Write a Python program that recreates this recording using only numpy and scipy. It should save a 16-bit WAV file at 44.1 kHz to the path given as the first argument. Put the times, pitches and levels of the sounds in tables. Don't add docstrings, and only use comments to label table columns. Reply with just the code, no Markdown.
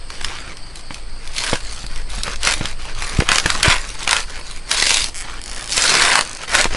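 import sys
import numpy as np
from scipy import signal
from scipy.fft import rfft, irfft, next_fast_len
from scipy.io import wavfile
from scipy.ndimage import uniform_filter1d, map_coordinates

SR = 44100
rng = np.random.default_rng(int(sys.argv[2]) if len(sys.argv) > 2 else 0)


def unload_wav(signal):
    wavfile.write(
        sys.argv[1],
        SR,
        np.round(np.clip(np.atleast_2d(signal).T, -1, 1) * 32767).astype(np.int16),
    )


N = 298116


def amp(db):
    return 10 ** (np.asarray(db) / 20)


def unit(x):
    return x / np.sqrt(np.mean(x ** 2) + 1e-20)


def along(points, hz):
    freqs, values = np.transpose(points)
    return np.interp(np.log(hz + 1), np.log(freqs + 1), values)


def wobble(rate):
    points = rng.standard_normal(int(N * rate / SR) + 4)
    return map_coordinates(points, [np.arange(N) * rate / SR])


def colour(x, spectrum):
    size = 2 * next_fast_len(len(x) // 2 + 2048)
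    gains = amp(along(spectrum, np.fft.rfftfreq(size, 1 / SR)))
    cepstrum = irfft(np.log(gains), size)
    cepstrum[1:size // 2] *= 2
    cepstrum[size // 2 + 1:] = 0
    return irfft(rfft(x, size) * np.exp(rfft(cepstrum)), size)[:len(x)]


def noise(spectrum):
    return unit(colour(rng.standard_normal(N), spectrum))


def add(track, start_s, sound):
    start = int(np.clip(round(start_s * SR), 0, N - 1))
    track[start:start + len(sound)] += sound[:N - start]


def patchy(x, depth_db):
    bands = signal.stft(x, nperseg=512)[2]
    patches = uniform_filter1d(rng.standard_normal(bands.shape), size=4, axis=0)
    patches = unit(uniform_filter1d(patches, size=8, axis=1))
    return unit(signal.istft(bands * amp(depth_db * patches), nperseg=512)[1][:N])


def fibres(per_s, scatter_db, clump_db, clumps_per_s, burst_s, hiss):
    breaks = rng.random(N) < per_s / SR
    sizes = amp(scatter_db * np.minimum(rng.standard_normal(N), 2))
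    age = np.arange(SR // 50) / SR / burst_s
    burst = age * np.exp(-2 * age)
    power = np.abs(signal.fftconvolve((breaks * sizes) ** 2, burst ** 2)[:N])
    power *= amp(clump_db * np.minimum(wobble(clumps_per_s), 2)) ** 2
    power /= np.abs(uniform_filter1d(power, size=3000)) + 0.14 * power.mean()
    return unit(np.sqrt(power + hiss ** 2) * rng.standard_normal(N))


# frequency in Hz, relative level in dB.
CHIRP_TONE = [(3300, -39), (4100, -2), (4400, 13), (4830, 14), (5000, -9), (5800, -33)]
DRONE_TONE = [(3500, -24), (4300, 0.5), (5200, -3.5), (5800, -22), (7200, -23), (7900, -7), (8500, -1.5),
              (9000, -8), (9800, -16), (11000, -25)]

def insects(chirps_per_s=3.93, crest_s=.65):
    t = np.arange(N) / SR
    beat = .5 + .5 * np.cos(2 * np.pi * chirps_per_s * (t - crest_s))
    chirp = amp(-44.5 + 0.41 * wobble(2.25)) * np.tanh(2 * beat ** 2) * noise(CHIRP_TONE)
    drone = amp(-46 + 0.6 * wobble(3.9)) * noise(DRONE_TONE)
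    return chirp + drone


# frequency in Hz, relative level in dB.
RUMBLE_TONE = [(8, 9.5), (18, 18.5), (28, -8), (45, 5), (60, -9), (90, -22), (140, -19), (250, -37.5),
               (600, -76)]
# time in seconds, relative level in dB.
RUMBLE_SWELL = [(0.0, -37), (1.05, -38), (2.24, -31.5), (2.67, -35), (2.92, -33), (3.09, -34.5),
                (6.02, -38.5), (6.32, -41), (6.76, -36)]

def rumble():
    swell_db = np.interp(np.arange(N) / SR, *np.transpose(RUMBLE_SWELL))
    return amp(swell_db + 11 + 1.5 * wobble(5)) * noise(RUMBLE_TONE)


# frequency in Hz, relative level in dB.
AIR_TONE = [(90, 8), (200, 2.5), (500, -0.5), (1200, -5), (2200, -8), (3400, -9), (6500, -52), (11000, -29)]

def outdoors():
    return insects() + rumble() + amp(-43.5) * noise(AIR_TONE)


# start in seconds, length in seconds,
# relative levels of loose fibres and of rubbing shell in dB.
HAND_MOVES = [(0.087, 0.21, -40, -42), (0.23, 0.2, -42, -33.5), (0.434, .11, -54, -36.5),
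              (0.758, 0.059, -40, -53), (0.895, 0.11, -47, -50), (1.192, 0.46, -47, -47),
              (1.622, 0.23, -35.5, -42.5), (1.897, 0.13, -42.5, -40.5), (2.088, 0.14, -34, -38),
              (2.23, 0.12, -33.5, -29.5), (2.527, .21, -35, -33.5), (2.781, 0.16, -41.5, -36),
              (2.945, .33, -31, -32), (3.424, 0.2, -29.5, -26), (3.746, 0.23, -34.5, -37.5),
              (3.977, 0.082, -32, -34), (4.271, 0.15, -37.5, -37.5), (4.425, .17, -38, -43.5),
              (4.99, 0.11, -25, -35), (5.206, .2, -46.5, -37), (5.46, 0.23, -39, -37.5),
              (5.683, 0.27, -21, -33), (6.185, 0.2, -48, -37), (6.385, 0.074, -35.5, -33),
              (6.476, 0.15, -27.5, -27.5), (6.7, 0.27, -33, -25.5)]

def grip_effort():
    power = np.zeros((2, N))
    for start, length, loose_db, rub_db in HAND_MOVES:
        speed = np.abs(np.sin(np.pi * np.arange(0, length, 1 / SR) / length))
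        for track, db in zip(power, (loose_db, rub_db)):
            add(track, start, amp(db) ** 2 * speed ** 0.81)
    return np.sqrt(power)


# frequency in Hz, relative level in dB.
LOOSE_TONE = [(800, -18), (2500, 2.5), (4000, 9), (6500, 5), (8500, 3), (10800, 2), (13000, -62)]
RUB_TONE = [(90, 2), (200, -6), (400, -4.5), (800, -3.5), (1200, -0.5), (2400, -1.5), (3800, -9.5),
            (6000, -11.5), (11000, -35)]

def handling(loose_gain, rub_gain):
    ticks = fibres(per_s=200, scatter_db=5, clump_db=2.2, clumps_per_s=35, burst_s=.0007, hiss=.6)
    scrape = fibres(per_s=600, scatter_db=4, clump_db=2, clumps_per_s=45, burst_s=.0013, hiss=.7)
    loose = patchy(colour(ticks, LOOSE_TONE), depth_db=4) * (loose_gain + amp(-60))
    rub = patchy(colour(scrape, RUB_TONE), depth_db=2.5) * (rub_gain + amp(-47))
    return amp(-1.16) * loose + amp(0.2) * rub


SNAP_LEAD_S = .008
# frequency in Hz, relative level in dB.
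CRACK_TONE = [(500, -28), (1500, -6), (2800, 3), (4600, 5.5), (7000, -0.5), (11000, -6)]
BODY_TONE = [(100, -14), (500, -16), (1100, -4), (1800, -3.5), (2800, -5.5), (6000, -27)]

def snap(crack_db, body_db, decay_s=.001, edge_s=.0047):
    t = np.arange(SR // 25) / SR - SNAP_LEAD_S
    age = np.maximum(t, 0)
    main_break = (1 - np.exp(-age / .0002)) * np.exp(-age / decay_s)
    soft_edge = amp(-23.5) * np.exp(-np.abs(t - decay_s) / edge_s)
    after_tick = amp(-13) * np.exp(-np.abs(t - rng.uniform(.0015, .0035)) / .0005)
    crack, body = (main_break + soft_edge + after_tick) * rng.standard_normal((2, len(t)))
    return amp(crack_db) * unit(colour(crack, CRACK_TONE)) + amp(body_db) * unit(colour(body, BODY_TONE))


# time in seconds, then relative levels in dB
THICK_STRANDS = [(0.103, -15.5, -12.5, -13), (0.212, -20, -9, -6), (0.246, -4, -12, -16),
                 (0.57, -20, -11.5, -27), (0.757, -23.5, -5.5, -30), (0.944, -16, -10.5, -25),
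                 (1.275, -22.5, -5.5, -34), (1.382, -6, -9.5, -29), (1.865, -13.5, -13, -23),
                 (1.96, -15, -14.5, -18), (2.234, -5, -10.5, -37), (2.359, -15, -10.5, -22),
                 (2.432, -3.5, -13, -20), (2.45, -4, -12, -27), (2.472, 3, -12.5, -14.5),
                 (2.538, -1, -14, -17), (2.656, -6, -12.5, -13.5), (3.022, -8.5, -14, -13.5),
                 (3.203, -3.5, -15.5, -11.5), (3.289, 1, -11.5, -8), (3.317, 5, -18, -12),
                 (3.333, -7, -12, -12), (3.358, 2, -13.5, -14.5), (3.383, 2, -10.5, -13),
                 (3.399, -5, -12, -23), (3.46, -3, -14, -7), (3.502, 1.5, -11, -17), (3.63, 2, -8.5, -12),
                 (4.076, -1.5, -14, -11), (4.092, -1.5, -12, -13), (4.11, -2, -7, -20),
                 (4.13, 2.5, -11.5, -7.5), (4.166, -0.5, -15, -12.5), (4.714, -3.5, -5.5, -19),
                 (4.824, 1, -11, -13), (4.869, 0, -12.5, -17), (4.906, 0, -10, -13),
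                 (4.943, -0.5, -9.5, -30), (4.97, -2.5, -8, -21), (5.721, -12.5, -5.5, -34),
                 (5.772, -4, -19, -16), (6.155, 1.5, -11, -7.5), (6.191, 0, -26, -10), (6.21, -1, -12, -15),
                 (6.551, 5.5, -13, -11.5), (6.612, 0, -9.5, -20), (6.643, 0, -15, -14.5)]

def snaps(bright_gain, woody_gain, thin_per_s=30):
    out = np.zeros(N)
    resting_gain = amp(-51)
    for at in rng.integers(N, size=thin_per_s * N // SR):
        bright_db, woody_db = 20 * np.log10(np.array([bright_gain[at], woody_gain[at]]) + resting_gain)
        strength = amp(1.5 * rng.uniform(-1.16, 1))
        add(out, at / SR, strength * snap(bright_db - 9.5, woody_db - 11.5))
    for start, db, crack_db, body_db in THICK_STRANDS:
        add(out, start - SNAP_LEAD_S, amp(db) * snap(crack_db - 9.5, body_db - 10))
    return out


# time in seconds, then relative levels in dB
NUT_KNOCKS = [(0.9043, -15.5, 4, 13), (1.5279, -2, -19.5, -13), (1.8383, -20, 4, 4), (2.1771, -17.5, 8, -4),
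              (2.2764, -13.5, 2, 15), (2.6077, -11.5, -7, -33), (2.6437, -16, -12, -20),
              (3.2032, -8, -19, 1), (3.2188, -9, -33, -21), (3.4554, -7.5, -7, 0), (4.8243, -11, -34, 29),
              (4.9121, -13, -30, 14), (5.7752, -14.5, -36, -15), (6.6528, -5, -14, -3),
              (6.7454, -11.5, -28, -4)]
# pitch in Hz, relative level in dB, seconds to fade by 60 dB.
NUT_NOTES = [(121, -10.5, 0.07), (191, -10, 0.079), (260, -10, 0.039), (332, -9, 0.071), (526, -0.5, 0.022),
             (678, -9, 0.048), (882, 0, 0.029), (1160, 0, 0.014), (1700, 2.5, 0.01)]
# frequency in Hz, relative level in dB.
CRUNCH_TONE = [(60, -16), (200, -12.5), (400, -6.5), (640, -3.5), (830, -5), (1050, 2), (1200, -3.5),
               (1450, 1.5), (2300, 0.5), (3400, -3.5), (5000, -11.5), (11000, -76.5)]

def knocks():
    out, t = np.zeros(N), np.arange(SR // 8) / SR
    hz, note_db, fade_s = np.transpose(NUT_NOTES)
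    delay_s = .003
    for start, db, deep_db, bright_db in NUT_KNOCKS:
        contact_tone = [(200, deep_db + 8.5), (500, 0), (1300, bright_db - 3.5)]
        strengths = amp(note_db + along(contact_tone, hz) + 2 * rng.standard_normal(len(hz)))
        pitch = hz * np.exp(.04 * rng.standard_normal(len(hz)))
        ring = strengths @ (np.sin(2 * np.pi * pitch[:, None] * t) * amp(-60 * t / fade_s[:, None]))
        crunch = colour(rng.standard_normal(len(t)) * amp(-60 * t / 0.052), CRUNCH_TONE)
        add(out, start + delay_s, amp(db - 22) * (unit(ring) + .5 * unit(crunch)))
    return out


# start in seconds, length in seconds, relative levels of fine
# fibres and of coarse bundles in dB, change to the coarse level at the start in dB.
TEARING_PULLS = [(1.365, 0.19, -23, -26, -8.5), (2.447, 0.069, -18, -20, -1), (3.302, 0.089, -22.5, -22, 9),
                 (3.651, 0.089, -18, -13, 1.5), (4.099, 0.11, -24, -26, 10), (4.718, 0.3, -17, -26, 7.5),
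                 (5.764, 0.42, -16, -14.5, -12), (6.541, 0.078, -17.5, -15, 0.5)]

def pull_effort(rise_db_per_s=472, fall_db_per_s=332, arch_db=2.5, settle_share=0.23):
    t, power = np.arange(N) / SR, np.zeros((2, N))
    for start, length, fine_db, coarse_db, onset_db in TEARING_PULLS:
        progress = np.clip((t - start) / length, 0, 1)
        effort_db = -arch_db * (2 * progress - 1) ** 2
        effort_db -= rise_db_per_s * np.maximum(start - t, 0)
        effort_db -= fall_db_per_s * np.maximum(t - start - length, 0)
        on = effort_db > -70
        settling_db = onset_db * np.exp(-progress[on] / settle_share)
        power[:, on] += amp([fine_db + effort_db[on], coarse_db + effort_db[on] + settling_db]) ** 2
    return np.sqrt(power)


# frequency in Hz, relative level in dB.
FIZZ_TONE = [(300, -55.5), (1200, -17.5), (2200, 7), (3400, 5.5), (4600, 6.5), (6200, -0.5), (9600, -2),
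             (11000, -7.5), (13000, -53)]

def ripping(fine_gain, coarse_gain):
    fizz = fibres(per_s=800, scatter_db=4, clump_db=1.3, clumps_per_s=140, burst_s=.0005, hiss=.55)
    crunch = fibres(per_s=1100, scatter_db=3.5, clump_db=1.4, clumps_per_s=120, burst_s=.001, hiss=.45)
    fine = patchy(colour(fizz, FIZZ_TONE), depth_db=2) * fine_gain
    coarse = patchy(colour(crunch + fizz, CRUNCH_TONE), depth_db=2.3) * coarse_gain
    return amp(-0.53) * fine + amp(1) * coarse


# start in seconds, peak level in dB, rough push time in seconds.
HUSK_THUDS = [(2.6095, -14, .0012), (3.1897, -1.5, .0025), (3.4555, -16, .0025), (3.6795, -4.5, .0028)]

def thuds():
    out, t = np.zeros(N), np.arange(SR // 10) / SR
    for start, db, push_s in HUSK_THUDS:
        age = t / push_s
        push = age ** 2 * (1 - age / 1.5) * np.exp(-2 * age)
        add(out, start, amp(db) * push / push.max())
    return out


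# start in seconds, length in seconds, most slips a second,
# relative level in dB.
HUSK_CREAKS = [(5.145, 0.084, 204, -14.5), (5.416, 0.34, 64, -13.5), (6.251, .14, 56, -15.5)]

def creaks(end_speed=0.64):
    slips, t = np.zeros(N), np.arange(SR // 100) / SR
    voices = rng.standard_normal((len(HUSK_CREAKS), len(t)))
    grit = rng.standard_normal((len(HUSK_CREAKS), 64, len(t)))
    for (start, length, fastest, db), voice, changes in zip(HUSK_CREAKS, voices, grit):
        clock = np.arange(0, length, 1 / SR)
        speed = end_speed + (1 - end_speed) * np.sin(np.pi * clock / length)
        slip_count = np.cumsum(fastest * speed) / SR
        slip_times = np.interp(np.arange(slip_count[-1]), slip_count, clock)
        for at, change in zip(slip_times, changes):
            tick = (voice + .4 * change) * np.exp(-t / .0009)
            add(slips, start + at, amp(db - 17 + change[-1]) * unit(tick))
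    return colour(slips, [(500, -14), (2000, 1), (4000, 2.5), (10000, 5), (13000, -19)])


# frequency in Hz, seconds to fade by 60 dB.
ECHO_FADE = [(200, 0.093), (2000, 0.077), (10000, 0.21)]

def yard_echo(x):
    out, block = np.zeros((2, N)), SR // 8
    for start in range(0, N, block):
        hz, t, bands = signal.stft(rng.standard_normal((2, SR // 4)), SR, nperseg=256)
        fade = amp(-60 * t / along(ECHO_FADE, hz)[:, None])
        tail = signal.istft(bands * fade, SR, nperseg=256)[1]
        echo = signal.fftconvolve(x[None, start:start + block], tail / np.linalg.norm(tail[0]), axes=1)
        for track, sound in zip(out, echo):
            add(track, start / SR, sound)
    middle, side = out
    return amp(-8) * middle + amp(-23.5) * np.array([side, -side])


def scene():
    fine, coarse = pull_effort()
    loose, rub = grip_effort()
    work = ripping(fine, coarse) + handling(loose, rub) + snaps(fine + loose, coarse + rub)
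    work += creaks() + knocks() + thuds()
    side = amp(-26) * outdoors()
    return work + yard_echo(work) + outdoors() + np.array([side, -side])


def record(dry, ceiling=.95, top_hz=11150):
    rounded = dry / (1 + np.abs(dry / ceiling) ** 6) ** (1 / 6)
    size = next_fast_len(N + SR // 2)
    lowpass = 1 / np.sqrt(1 + (np.fft.rfftfreq(size, 1 / SR) / top_hz) ** 160)
    return irfft(rfft(rounded, size) * lowpass, size)[:, :N]


dry = scene()
out = record(dry)
unload_wav(out)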